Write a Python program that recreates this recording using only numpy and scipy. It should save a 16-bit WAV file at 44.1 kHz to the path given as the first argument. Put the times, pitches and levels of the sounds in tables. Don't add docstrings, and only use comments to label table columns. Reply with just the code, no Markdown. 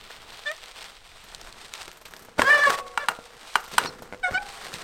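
import sys
import numpy as np
from scipy import signal
from scipy.fft import rfft, irfft
from scipy.io import wavfile
from scipy.ndimage import uniform_filter1d

SR = 44100
rng = np.random.default_rng(int(sys.argv[2]) if len(sys.argv) > 2 else 0)


def pcm_store(signal):
    levels = np.round(np.clip(np.atleast_2d(signal), -1, 1) * 32767)
    wavfile.write(sys.argv[1], SR, levels.astype(np.int16).T)


N = 213175
TIME = np.arange(N) / SR
HIT_TIME = TIME[:SR // 5]


def undb(db):
    return 10 ** (np.asarray(db) / 20)


def unit(x):
    return x / np.sqrt(np.mean(x ** 2) + 1e-18)


def curves(table):
    times, *columns = np.transpose(table)
    return [np.interp(TIME, times, column) for column in columns]


def gain_at(hz, points):
    point_hz, db = np.transpose(points)
    return undb(np.interp(np.log(np.maximum(hz, 1)), np.log(point_hz), db))


def colour(x, points, size=8192):
    gains = gain_at(np.arange(size // 2 + 1) * SR / size, points)
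    cepstrum = irfft(np.log(gains))
    cepstrum[1:size // 2] *= 2
    cepstrum[size // 2 + 1:] = 0
    return signal.fftconvolve(x, irfft(np.exp(rfft(cepstrum))))[:len(x)]


def noise(size, points):
    return unit(colour(rng.standard_normal(size), points))


def wobble(rate, size=N):
    hold = max(int(SR / rate), 2)
    steps = np.repeat(rng.standard_normal(N // hold + 1), hold)
    return unit(uniform_filter1d(uniform_filter1d(steps, hold), hold))[:size]


def fade(t, t60):
    return np.exp(-np.log(1000) * t / t60)


def ring(tones, t, ratio=1, wave=np.sin):
    return sum(undb(db) * fade(t, t60) * wave(2 * np.pi * hz * ratio * t) for hz, db, t60 in tones)


def add(out, start, sound):
    i = int(start * SR)
    out[i:i + len(sound)] += sound[:N - i]


# frequency in Hz, relative level in dB.
WIND_COLOUR = [(15, 15.5), (28, 19), (50, 7.5), (90, 3), (200, -7.5), (600, -7.5), (2000, -41), (8000, -18),
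               (16000, -26)]

def wind(gust_db=3.0):
    return noise(N, WIND_COLOUR) * undb(-57 + gust_db * wobble(10))


def woodland_echo(sound, echo_db=-25, t60=0.36):
    t = TIME[:SR]
    dull = noise(SR, [(150, 1), (600, -3.5), (1500, -4.5), (4000, -15), (12000, -36)])
    tail = dull * fade(t, t60) * (1 - np.exp(-t / 0.0013))
    return undb(echo_db) * signal.fftconvolve(sound, tail / np.linalg.norm(tail))[:N]


# time in seconds, then relative levels in dB of tyre rumble and of grit.
ROLLING = [(0, -57.5, -47), (0.18, -64, -50.5), (0.3, -58, -44), (0.6, -67.5, -47.5), (0.85, -61, -44.5),
           (0.95, -68, -52.5), (1.22, -69.5, -50.5), (1.42, -56.5, -48), (1.56, -60.5, -53.5),
           (1.82, -64.5, -43), (2.0, -61.5, -58), (2.34, -54.5, -56.5), (2.83, -54, -54),
           (3.28, -62.5, -48.5), (3.36, -56, -54.5), (3.52, -66, -40.5), (3.62, -74, -52), (3.8, -53, -38),
           (3.96, -48.5, -55.5), (4.25, -58, -58), (4.5, -55.5, -42), (4.83, -49.5, -42.5)]
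# start and length in seconds, relative grinding, grit and rumble in dB.
SKIDS = [(1.596, 0.059, -49, -44.5, -56), (1.87, 0.017, -44.5, -47, -51), (2.047, 0.027, -48, -45, -71),
         (2.379, 0.065, -27.5, -36.5, -34), (2.452, 0.3, -31.5, -38.5, -49), (2.69, 0.017, -21.5, -32, -44),
         (2.723, 0.021, -35, -36, -61), (2.763, 0.024, -35, -40.5, -59), (2.861, 0.031, -46, -44, -63),
         (3.087, 0.027, -32, -49, -43.5), (3.725, 0.023, -46, -45, -39), (3.795, 0.063, -36, -38.5, -41.5),
         (3.873, 0.028, -42, -55, -44), (4.302, 0.045, -40, -52, -40), (4.722, 0.048, -43.5, -36.5, -46.5)]

def tyre_strengths(grit_share=0.64, attack_s=0.0087, t60=0.072):
    rumble_db, grit_db = curves(ROLLING)
    grind_db = grit_share * grit_db + (1 - grit_share) * rumble_db + 3.5
    powers = undb([grind_db, grit_db, rumble_db]) ** 2
    t = TIME[:SR // 2]
    for start, length, *levels_db in SKIDS:
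        shape = np.minimum(t / attack_s, 1) * fade(np.maximum(t - length, 0), t60)
        for power, db in zip(powers, levels_db):
            add(power, start, (undb(db) * shape) ** 2)
    return np.sqrt(powers)


def crunch(per_second, spread_db, hiss_db):
    sizes = undb(spread_db * np.minimum(rng.exponential(size=N), 5))
    grains = (rng.random(N) < per_second / SR) * sizes * rng.choice([-1, 1], N)
    return unit(unit(grains) + undb(hiss_db) * rng.standard_normal(N))


# frequency in Hz, relative level in dB.
RUMBLE_COLOUR = [(25, -22), (70, -8), (150, 1.5), (300, 1), (450, 4), (800, -36)]
GRIND_COLOUR = [(200, -31), (450, -3.5), (800, -0.5), (1300, -0.5), (1900, -4.5), (3000, -20)]
FAR_GRIT_COLOUR = [(1200, -12.5), (2100, -2), (3500, 1.5), (4800, -5.5), (6500, -19.5), (9000, -15.5),
                   (16000, -6)]
NEAR_GRIT_COLOUR = [(1200, -16), (2100, -1.5), (4000, -1), (6500, -8), (9000, -1.5), (16000, -18)]
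# time in seconds, share of the near grit colour from 0 to 1.
APPROACH = [(0, 0.32), (1.1, 0.66), (1.4, 0.93), (4.83, 0.98)]

def tyres(knob_db=1.92, ground_db=0.92, bump_db=2.5):
    grind_gain, grit_gain, rumble_gain = tyre_strengths()
    near = curves(APPROACH)[0]
    uneven_db = knob_db * wobble(90) + ground_db * wobble(25)
    rumble = noise(N, RUMBLE_COLOUR) * rumble_gain * undb(bump_db * wobble(30) - 3.5)
    coarse = crunch(per_second=1500, spread_db=4.5, hiss_db=-1.5)
    grind = unit(colour(coarse, GRIND_COLOUR)) * grind_gain * undb(uneven_db - 1.7)
    fine = crunch(per_second=2200, spread_db=5.0, hiss_db=1.0)
    far_grit = np.sqrt(1 - near) * unit(colour(fine, FAR_GRIT_COLOUR))
    near_grit = np.sqrt(near) * unit(colour(fine, NEAR_GRIT_COLOUR))
    return rumble + grind + (far_grit + near_grit) * grit_gain * undb(uneven_db - 2.5)


# start in seconds, peak level in dB, pitch in Hz.
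BIG_STONES = [(0.5155, -20, 2820), (0.5652, -28, 3620), (0.6585, -28.5, 3180), (0.8428, -25, 2140),
              (1.348, -20.5, 3800), (1.414, -27, 5500), (1.473, -30, 1840), (1.526, -27.5, 4070),
              (1.7377, -18.5, 3400), (1.8797, -21.5, 1120), (1.9155, -25.5, 1960), (2.055, -27.5, 3520),
              (2.137, -25, 1450), (2.1653, -28.5, 3840), (2.637, -15, 1650), (3.738, -24.5, 2050),
              (4.74, -19.5, 2620)]

def stones(pebbles_per_s=12, pebble_hz=2440, spread_octaves=0.69, t60=0.0065, ring_db=-8):
    out, t = np.zeros(N), HIT_TIME[:1024]
    grit_db = curves(ROLLING)[1]
    pebbles = []
    for i in np.flatnonzero(rng.random(N) < pebbles_per_s / SR):
        db = grit_db[i] + 11.5 - 2.5 * rng.standard_normal()
        hz = pebble_hz * 2 ** (spread_octaves * rng.standard_normal())
        pebbles.append((TIME[i], db, hz))
    for start, db, hz in BIG_STONES + pebbles:
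        crack = noise(len(t), [(hz / 4, -14), (hz, 0), (hz * 4, -13)])
        snap = (undb(ring_db) * np.cos(2 * np.pi * hz * t) + crack) * fade(t, t60)
        add(out, start, undb(db) * snap / np.abs(snap).max())
    return out


# frequency in Hz, relative level in dB.
TICK_COLOUR = [(1500, 6), (4000, -4), (8000, -0.5), (11000, 3.5), (13500, 6), (16000, -4)]
# start, length and gap between ticks in seconds, relative level in dB.
COASTING = [(1.2383, 0.015, 0.035, -40), (1.927, 0.095, 0.043, -42.5), (2.052, 0.2, 0.028, -41),
            (3.601, 0.13, 0.038, -36), (4.0205, 0.015, 0.043, -36.5)]

def hub_ticks(t60=0.081, gain_db=-1, scatter_db=1.0):
    out, t = np.zeros(N), HIT_TIME
    shape = fade(t, t60) * (1 - np.exp(-t / 0.00076))
    for start, length, gap, db in COASTING:
        for when in np.arange(start, start + length, gap):
            tick = noise(len(t), TICK_COLOUR) * shape
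            add(out, when, undb(db + gain_db - scatter_db * rng.standard_normal()) * tick)
    return out


# time in seconds, pitch in Hz and level in dB of its lower tone.
SQUEAK_PATH = [(3.852, 3650, -75), (3.860, 3810, -29.5), (3.868, 4440, -42), (3.877, 4350, -34),
               (3.886, 4280, -44), (3.895, 4150, -39), (3.905, 3960, -75)]

def chain_squeak(jitter=0.0247, upper_ratio=1.3, upper_db=-3):
    hz, db = curves(SQUEAK_PATH)
    on = (TIME > SQUEAK_PATH[0][0]) & (TIME < SQUEAK_PATH[-1][0])
    pitches = [hz * ratio * (1 + jitter * wobble(1200)) for ratio in (1, upper_ratio)]
    lower, upper = (np.sin(2 * np.pi * np.cumsum(pitch) / SR) for pitch in pitches)
    return on * undb(db) * (lower + undb(upper_db) * upper)


# pitch in Hz, relative level in dB, fade time in seconds.
FRONT_WHEEL_TONES = [(490, -7.5, 1.76), (514, -3.5, 0.52), (541, -3.5, 1.2), (738, -8, 1.66),
                     (1106, -3.5, 0.9), (1123, 5, 0.39), (1185, -4, 0.5), (1226, -14, 0.75),
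                     (1690, -10, 0.48), (2570, -6, 0.3)]
REAR_DISC_TONES = [(796, -3.5, 0.78), (820, 3, 0.45), (1510, -12, 0.34), (1536, -8.5, 0.26)]
REAR_SPOKE_TONES = [(471, 3, 1), (504, -2.5, 0.93), (827, -22, 0.32), (1250, -6, 0.36), (1377, -4.5, 0.52)]

def ringing_wheels(front_honks, rear_honks, blows):
    front, rear, spokes = undb(-67.5) * front_honks, undb(-61) * rear_honks, undb(-60) * blows
    add(front, start=2.70, sound=undb([-34.5]))
    add(rear, start=4.38, sound=undb([-35.5]))
    parts = (front, FRONT_WHEEL_TONES), (rear, REAR_DISC_TONES), (spokes, REAR_SPOKE_TONES)
    return sum(signal.fftconvolve(shake, ring(tones, TIME[:SR]))[:N] for shake, tones in parts)


# pitch in Hz, relative level in dB, fade time in seconds.
FRAME_TONES = [(215.5, -11, 0.045), (423, -34, .04), (910, -10.5, 0.054), (996, 2, 0.022),
               (1248, 1.5, 0.021), (1497, 4, 0.038), (1510, -56, 0.047), (2400, -5, 0.023),
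               (2910, -19, 0.13), (4150, -22, 0.058)]
# frequency in Hz, relative level in dB.
STEEL_COLOUR = [(400, -56), (1200, 9.5), (2200, -0.5), (3000, 4.5), (4500, -6.5), (6500, -8), (8700, 5),
                (12000, -5), (16000, -9)]
# start in seconds, relative level in dB,
# a number that multiplies the frame's pitches, extra level of the steel crack in dB.
CHAIN_HITS = [(2.419, -4, 1.1, 0), (2.9763, -7, 0.94, -4.5), (3.0861, -5, 0.96, 4), (3.5563, -2, 0.97, 1),
              (3.5590, -15, 0.985, -3), (3.7819, -1, 0.98, 7.5), (3.8593, -18, 0.95, -13)]

def chain_clacks(touch_db=-11, touch_s=0.001006, crack_db=-15, rattle_db=-28, bass_cut_hz=620):
    out, t = np.zeros(N), HIT_TIME
    tubes = signal.butter(3, bass_cut_hz, "high", fs=SR, output="sos")
    for start, db, ratio, steel_db in CHAIN_HITS:
        frame = ring(FRAME_TONES, t, ratio, wave=np.cos)
        knock = signal.sosfilt(tubes, frame) + undb(-11.5) * frame
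        knock = signal.lfilter([.3], [1, -.7], knock)
        knock /= np.abs(knock).max()
        crack = noise(len(t), STEEL_COLOUR) * fade(t, t60=0.026) * undb(crack_db + steel_db)
        rattle = noise(len(t), GRIND_COLOUR) * fade(t, t60=0.2) * undb(rattle_db)
        add(out, start - touch_s, undb(db + touch_db) * knock)
        add(out, start, undb(db) * (undb(-1) * knock + crack + rattle))
    return out


# pitch in Hz, relative level in dB, fade time in seconds.
TYRE_TONES = [(69.4, -31, 0.11), (106, -31.5, 0.14), (200, -14, 0.02), (274, -11.5, 0.021),
              (513, -7, 0.024), (617, -4.5, 0.019), (855, -5.5, 0.0079), (1450, -4, 0.021),
              (2070, -3, 0.016)]
# start in seconds, level in dB,
# contact time in milliseconds.
BLUNT_HITS = [(2.2860, -32, .7), (2.3910, -15, 0.59), (2.3944, -1, 0.4), (2.3979, -10, 0.43),
              (2.404, -28, 3.4), (2.683, -21.5, 0.43), (3.189, -26.5, 0.98), (3.8352, -22, 0.41),
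              (3.8496, -19.5, 0.35), (4.022, -28, 0.86), (4.1254, -20, 0.37), (4.1356, -22.5, 0.47),
              (4.1457, -25, 0.41), (4.311, -19.5, 0.31), (4.317, -31, 8.2), (4.742, -38, 4.8)]

def thuds(slap_db=-27, slap_t60=0.041):
    out, t = np.zeros(N), HIT_TIME
    for start, db, contact_ms in BLUNT_HITS:
        push = np.sin(np.pi * np.minimum(t * 1000 / contact_ms, 1)) ** 2
        body = signal.fftconvolve(push, ring(TYRE_TONES, t, wave=np.cos))[:len(t)]
        slap = noise(len(t), NEAR_GRIT_COLOUR) * fade(t, slap_t60)
        add(out, start, undb(db) * (body / np.abs(body).max() + undb(slap_db) * slap))
    return out


# frequency in Hz, relative level in dB.
RASP_COLOUR = [(1800, 20), (2350, 5.5), (2950, 0.5), (3550, 3), (4150, -3), (5200, -7), (6500, -14),
               (8500, -8), (10500, -36), (16000, -22)]

def honk(hz, disc_db, low_db, first_db, rasp_db, jitter, flutter_db, disc_hz=1650, rub_db=-6.5):
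    size = len(hz)
    shiver = jitter * (wobble(259.8, size) + 0.56 * wobble(900, size))
    phase = 2 * np.pi * np.cumsum(hz * (1 + shiver)) / SR
    multiples = np.arange(1, 21)
    disc_multiple = round(disc_hz / hz.mean())
    lows = undb(first_db * (multiples[:disc_multiple - 1] == 1))
    highs = gain_at(multiples[disc_multiple:] * hz.mean(), RASP_COLOUR)
    gains = [low * undb(low_db) for low in lows / np.linalg.norm(lows)] + [undb(disc_db)]
    gains += [high * undb(rasp_db) for high in highs / np.linalg.norm(highs)]
    flutters = np.resize(wobble(110), (len(multiples), size))
    tone = np.zeros(size)
    for k, gain, flutter in zip(multiples, gains, flutters):
        depth_db = flutter_db * (.25 if k == disc_multiple else 1)
        tone += gain * undb(depth_db * flutter) * np.sin(k * phase)
    slips = rng.standard_normal(size) * (1 + np.cos(phase))
    rub = unit(colour(slips, [(400, -22)] + RASP_COLOUR))
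    return np.sqrt(2) * tone + undb(rasp_db + rub_db) * rub


def pad_grip(t, attack_s, release_s):
    rise = np.sin(np.pi / 2 * np.clip(t / attack_s, 0, 1))
    fall = np.sin(np.pi / 2 * np.clip((t[-1] - t) / release_s, 0, 1))
    return rise * fall


def brake_taps(table, flutter_db):
    out = np.zeros(N)
    for start, length, start_hz, mid_hz, end_hz, db, sag_db, low_db, first_db, jitter in table:
        t = TIME[:int(length * SR)]
        arc = np.polyfit([0, .5, 1], [start_hz, mid_hz, end_hz], 2)
        hz = np.polyval(arc, t / length)
        disc_db = db - sag_db * t / length
        rasp_db = disc_db - 11.5
        tone = honk(hz, disc_db, low_db, first_db, rasp_db, jitter, flutter_db)
        add(out, start, tone * pad_grip(t, attack_s=0.025, release_s=0.016))
    return out


# start and length in seconds, pitch in Hz at the start, middle and
# end, disc tone level in dB, its drop during the tap in dB, level of the low tones in dB,
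# first low tone over the second (if there is one) in dB, shiver as a share of the pitch.
REAR_TAPS = [(4.229, 0.0697, 760, 726.5, 722, -23, 10, -34, 0, 0.0071),
             (4.331, 0.058, 738, 744.5, 797, -25.5, 1, -37.5, 0, 0.0065)]

def rear_brake():
    return brake_taps(REAR_TAPS, flutter_db=5.0)


FRONT_TAPS = [(0.456, 0.078, 593, 601, 670, -22, 20, -37.5, 5.5, 0.0081),
              (2.988, 0.07, 585, 579.6, 530, -35.5, 3.5, -39.5, -1, 0.022),
              (4.274, 0.0312, 547, 546, 524, -38, 6, -32.5, 10, 0.02)]
# time in seconds, pitch in Hz, disc tone level in dB.
LONG_HONK = [(2.44, 506.4, -21.5), (2.498, 570.3, -19.5), (2.511, 597.7, -12.5), (2.523, 586.6, -15),
             (2.555, 584, -17), (2.578, 582.7, -29), (2.624, 585.7, -18.5), (2.658, 569.6, -18.5),
             (2.70, 546, -39)]

def front_brake(swell_hz=1112, swell_width_hz=18, swell_db=5):
    out = brake_taps(FRONT_TAPS, flutter_db=4.0)
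    start, end = LONG_HONK[0][0], LONG_HONK[-1][0]
    on = (TIME >= start) & (TIME < end)
    hz, disc_db = (curve[on] for curve in curves(LONG_HONK))
    low_db = -27 + swell_db * np.exp(-((2 * hz - swell_hz) / swell_width_hz) ** 2)
    tone = honk(hz, disc_db, low_db, first_db=-4.5, rasp_db=-34, jitter=0.0099, flutter_db=4.0)
    grip = pad_grip(TIME[on] - start, attack_s=0.06, release_s=0.033)
    add(out, start, tone * np.sqrt(grip))
    return out


def scene():
    breeze, rolling = wind(), tyres()
    front, rear = front_brake(), rear_brake()
    blows = chain_clacks() + thuds()
    wheels = ringing_wheels(front, rear, blows)
    bike = front + rear + blows + wheels + rolling + chain_squeak() + hub_ticks() + stones()
    return (bike + woodland_echo(bike) + breeze)[None]


# frequency in Hz, gain in dB.
MIC_COLOUR = [(20, -0.5), (6000, 1.5), (7200, -1.5), (8800, -2), (9800, -11.5), (12500, -5.5),
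              (15500, -12.5)]

def record(dry, top_hz=16100):
    heard = np.clip(colour(dry[0], MIC_COLOUR), -1, 1)
    top_cut = signal.ellip(10, .2, 80, top_hz, fs=SR, output="sos")
    return signal.sosfilt(top_cut, heard)[None]


dry = scene()
out = record(dry)
pcm_store(out)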